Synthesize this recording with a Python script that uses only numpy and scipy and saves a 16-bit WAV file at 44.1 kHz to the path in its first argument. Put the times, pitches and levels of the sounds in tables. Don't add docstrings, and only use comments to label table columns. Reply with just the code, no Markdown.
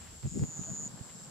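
import sys
import numpy as np
from scipy import signal
from scipy.fft import rfft, irfft, next_fast_len
from scipy.io import wavfile
from scipy.ndimage import map_coordinates

SR = 44100
rng = np.random.default_rng(int(sys.argv[2]) if len(sys.argv) > 2 else 0)


def dump(signal):
    limited = np.clip(np.atleast_2d(signal).T, -1, 1)
    pcm = np.round(limited * 32767).astype(np.int16)
    wavfile.write(sys.argv[1], SR, pcm)


N = 57330
SIDES = np.array([[1], [-1]])


def amp(db):
    return 10 ** (np.asarray(db) / 20)


def unit(x):
    return x / np.sqrt(np.mean(x ** 2) + 1e-20)


def clock():
    return np.arange(N) / SR


def curves(rows):
    times, *columns = np.transpose(rows)
    return [np.interp(clock(), times, column) for column in columns]


def wobble(rate):
    return map_coordinates(rng.standard_normal(4096), [clock() * rate], mode="wrap")


def filtered(x, response):
    size = next_fast_len(N + SR // 4)
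    return irfft(rfft(x, size) * response(np.fft.rfftfreq(size, 1 / SR)), size)[..., :N]


def spread(mid, side, alike):
    turn = np.arccos(np.clip(alike, -1, 1)) / 2
    return np.cos(turn) * mid + SIDES * np.sin(turn) * side


def noise(colour, alike):
    freqs, db = np.transpose(colour)
    white = spread(*rng.standard_normal((2, N)), alike)
    return unit(filtered(white, lambda hz: amp(np.interp(np.log(hz + 1), np.log(freqs), db))))


def echoes(x, fade_s):
    t = np.arange(SR // 8) / SR
    tail = rng.standard_normal((2, len(t))) * amp(-60 * t / fade_s)
    return unit(signal.fftconvolve(x[None], tail, axes=1)[:, :N]) * np.std(x)


def hiss():
    # f/Hz, level/dB
    colour = [(100, -33), (1000, -0.5), (2500, -0.5), (5000, 4.5), (6500, 4), (8500, -5), (10500, -2),
              (13000, -10.5), (15500, -15.5)]
    return amp(-58) * noise(colour, alike=0.067)


def breeze():
    # t/s, level/dB
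    loudness = [(0, -53.5), (.1, -57), (.2, -59), (.33, -66), (.42, -56.5), (.55, -51), (.72, -52),
                (.9, -51), (1.05, -53.5), (1.3, -52.5)]
    # f/Hz, level/dB
    colour = [(25, -15), (90, -11), (135, 4), (200, -0.5), (330, -10), (700, -11.5), (1700, -18),
              (2200, -30.5), (5000, -46)]
    return amp(curves(loudness)[0] + wobble(29.9)) * noise(colour, alike=0.42)


def rustle():
    # t/s, level/dB
    loudness = [(0, -60.5), (.12, -60.5), (.19, -79), (.36, -71), (.6, -75.5), (1.05, -89), (1.1, -59),
                (1.15, -74), (1.3, -74)]
    # f/Hz, level/dB
    colour = [(300, -26), (900, 1.5), (1500, 0.5), (3000, 1), (6000, -22), (14000, -20)]
    return amp(curves(loudness)[0] + 1.5 * wobble(120)) * noise(colour, alike=0.61)


def snaps():
    # t/s, level/dB
    stems = [(0.229, -46.5), (0.636, -48), (0.763, -52.5), (.913, -54), (.992, -49), (1.097, -51.5)]
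    # f/Hz, level/dB
    colour = [(1000, 5), (3000, -1.5), (5200, -1), (7000, -8), (14000, -35)]
    t, fade_s = clock(), 0.013
    bursts = sum(amp(db - 60 * np.abs(t - start) / fade_s) * (t >= start) for start, db in stems)
    return bursts * noise(colour, alike=0.5)


def swell():
    # t/s, level/dB
    loudness = [(0, -54), (.16, -50.5), (.21, -58), (.28, -50.5), (.44, -59), (.5, -65.5), (1.3, -72.5)]
    # f/Hz, level/dB
    colour = [(20, -30), (45, -4.5), (68, -2.5), (100, -12), (200, -25.5), (1000, -59)]
    return amp(curves(loudness)[0]) * noise(colour, alike=0.97)


def rumble():
    # t/s, level/dB
    loudness = [(0, -68), (.21, -69), (.26, -43), (.3, -60), (.37, -37.5), (.43, -34), (.455, -44.5),
                (.49, -59), (.56, -80), (.6, -56), (.66, -60), (.72, -46.5), (.79, -52.5), (.87, -52.5),
                (.97, -60), (1.3, -92)]
    # f/Hz, level/dB
    colour = [(20, -24), (60, 3), (130, -0.5), (250, -1), (420, -11), (700, -25), (2000, -46.5),
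              (6000, -51)]
    lumps_db = 3.3 * np.array([wobble(39.5), wobble(39.06)])
    return amp(curves(loudness)[0] + lumps_db) * noise(colour, alike=0.033)


def ticks():
    # t/s, level before dulling/dB, left minus right/dB
    tick_list = [(.2345, -39, -12), (.2455, -41, -12), (.256, -39, -12), (.2665, -40, -12), (.3945, -35, 4),
                 (.4372, -30, 3), (.448, -40, 0), (.7035, -38, -3), (1.092, -47, 0)]
    decay_s, dull_hz = .0004, 5000
    t, out = clock(), np.zeros((2, N))
    for start, db, pan_db in tick_list:
        out += amp(db + pan_db * SIDES / 2) * np.exp(-np.abs(t - start) / decay_s) * (t >= start)
    return filtered(out, lambda hz: 1 / (1 + 1j * hz / dull_hz) ** 2)


def wind_swirls():
    # t/s, half length/s, f/Hz, left level/dB, right level/dB
    thumps = [(.254, 0.017, 126, -30, -24.5), (.275, .009, 138, -26.5, -30.5),
              (.324, 0.0086, 172, -32.5, -63), (.361, 0.0062, 259, -28.5, -39),
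              (.376, 0.0085, 232, -29, -34.5), (.378, 0.011, 404.5, -39, -35.5),
              (.401, 0.0079, 160, -22.5, -25), (.41, 0.0052, 180, -50, -26), (.428, 0.016, 137.4, -22, -23),
              (.438, 0.019, 179.7, -33.5, -44), (.49, 0.012, 150, -74, -37), (.595, 0.0036, 163, -58, -25),
              (.614, 0.0036, 194, -29, -46), (.705, 0.0044, 197, -50, -33.5), (.722, 0.015, 135, -32, -66),
              (.734, 0.0032, 152, -30.5, -62), (.864, 0.0051, 173, -35, -36.5),
              (.943, 0.0048, 186, -36, -66), (1.014, 0.0039, 117, -36, -27), (1.155, 0.008, 211, -48, -47)]
    out = np.zeros((2, N))
    for middle, half_length, hz, left_db, right_db in thumps:
        t = clock() - middle
        ragged = .3 * np.array([wobble(260), wobble(260)])
        side_shift = .75 * (SIDES + .5 * rng.standard_normal((2, 1)))
        bump = 1 / np.cosh(np.clip(2.07 * t / half_length, -20, 20))
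        out += amp([[left_db], [right_db]]) * bump * np.sin(2 * np.pi * hz * t + ragged + side_shift)
    return out


def birds():
    # t/s, length/s, f/Hz, drop in pitch/Hz, level/dB
    notes = [(.293, .018, 5020, 450, -62), (.31, .018, 5270, 400, -60), (.353, .022, 5270, 850, -59),
             (.393, .024, 5270, 1000, -55), (.58, .028, 6330, 550, -53), (.612, .034, 6200, 250, -51),
             (.653, .024, 6030, 250, -58), (.688, .04, 650, -30, -47), (1.163, .024, 5220, 700, -58),
             (1.203, .016, 5100, 500, -59), (1.241, .022, 5270, 750, -59)]
    out = np.zeros(N)
    for middle, length, hz, fall_hz, db in notes:
        progress = np.clip((clock() - middle) / length, -.5, .5)
        phase = 2 * np.pi * np.cumsum(hz - fall_hz * progress) / SR + 0.34 * wobble(300)
        out += amp(db) * np.cos(np.pi * progress) * np.sin(phase)
    return out + amp(-8) * echoes(out, fade_s=.06)


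def wing_strokes(cycles, share, pitch_hz, fall_hz):
    stroke = np.round(cycles).astype(int)
    progress = (cycles - stroke) / np.clip(share, .2, 1)
    size, detune, step = rng.standard_normal((512, 3)).T
    vary_db, vary_hz, slip_rad = 0.76, 15.7, 1.05
    arch = np.sin(np.pi * np.clip(progress + .5, 0, 1)).clip(0) ** 1.46
    loudness = arch * amp(vary_db * size[stroke])
    hz = pitch_hz + vary_hz * detune[stroke] - fall_hz * np.clip(progress, -.5, .5)
    phase = 2 * np.pi * np.cumsum(hz) / SR + slip_rad * np.cumsum(step)[stroke]
    return loudness, phase


def far_crickets():
    # stroke rate/Hz, f/Hz, drop in pitch/Hz, relative level/dB, left minus right/dB
    singers = [(168, 7540, 650, 0, 3), (177, 7450, 800, -1, -3), (144, 7130, 600, -4, -1),
               (159, 7560, 600, -3, -2)]
    # t/s, level/dB
    chorus = [(0, -50), (.08, -55.5), (.16, -52.5), (.38, -50.5), (.5, -56.5), (.8, -56), (.92, -54),
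              (1.1, -51.5), (1.24, -50.5), (1.3, -55.5)]
    out = np.zeros((2, N))
    for rate, hz, fall_hz, db, pan_db in singers:
        cycles = np.cumsum(rate * (1 + .015 * wobble(3.9))) / SR + rng.random()
        loudness, phase = wing_strokes(cycles, share=.7, pitch_hz=hz, fall_hz=fall_hz)
        blur = 1.35 * np.array([wobble(200), wobble(200)])
        song = loudness * np.sin(phase + blur + np.array([[0], [np.pi / 2]]))
        out += amp(db + pan_db * SIDES / 2) * (song + amp(4) * echoes(song[0], fade_s=0.036))
    return unit(out) * amp(curves(chorus)[0])


def grit(width_hz=700):
    return (wobble(2 * width_hz) + 1j * wobble(2 * width_hz)) / np.sqrt(2)


def near_cricket():
    # t/s, stroke rate/Hz
    pace = [(.265, 159.1), (.4, 160.8), (.5, 164.9), (.62, 163.1), (.74, 158.4), (.88, 148.7)]
    # t/s, level/dB, share of each wing cycle that sounds/0-1
    effort = [(.26, -43.5, 0.57), (.3, -41, .6), (.41, -41, 0.71), (.5, -37.5, 0.85), (.62, -35, 0.85),
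              (.73, -35, 0.9), (.79, -32.5, 0.85), (.88, -33.5, 1)]
    # t/s, likeness/0-1
    likeness = [(.27, 0.9), (.5, 0.76), (.7, 0.83), (.88, 1)]
    first_stroke_s, stop_s, left_lead_rad = .2643, .8815, 0.57
    t = clock()
    level_db, share = curves(effort)
    cycles = np.cumsum(curves(pace)[0]) / SR
    cycles -= np.interp(first_stroke_s, t, cycles)
    cycles += .03 * wobble(130)
    last_stroke = np.round(np.interp(stop_s, t, cycles) - .5)
    singing = (cycles > -.5) * (cycles < last_stroke + .5)
    loudness, phase = wing_strokes(cycles, share, pitch_hz=6945, fall_hz=650)
    scrape = spread(1 + amp(-21) * grit(), grit(), curves(likeness)[0])
    note = np.real(scrape * np.exp(1j * (phase + left_lead_rad * SIDES / 2)))
    song = amp(level_db) * singing * loudness * note
    return song + amp(-16.5) * echoes(song.mean(0), fade_s=0.08)


def scene():
    animals = near_cricket() + far_crickets() + birds()
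    return animals + wind_swirls() + ticks() + snaps() + rumble() + swell() + breeze() + rustle() + hiss()


def record(dry):
    bass_hz, top_hz = 49.5, 15650
    return filtered(dry, lambda hz: (hz < top_hz) * hz ** 2 / np.sqrt(hz ** 4 + bass_hz ** 4))


dry = scene()
out = record(dry)
dump(out)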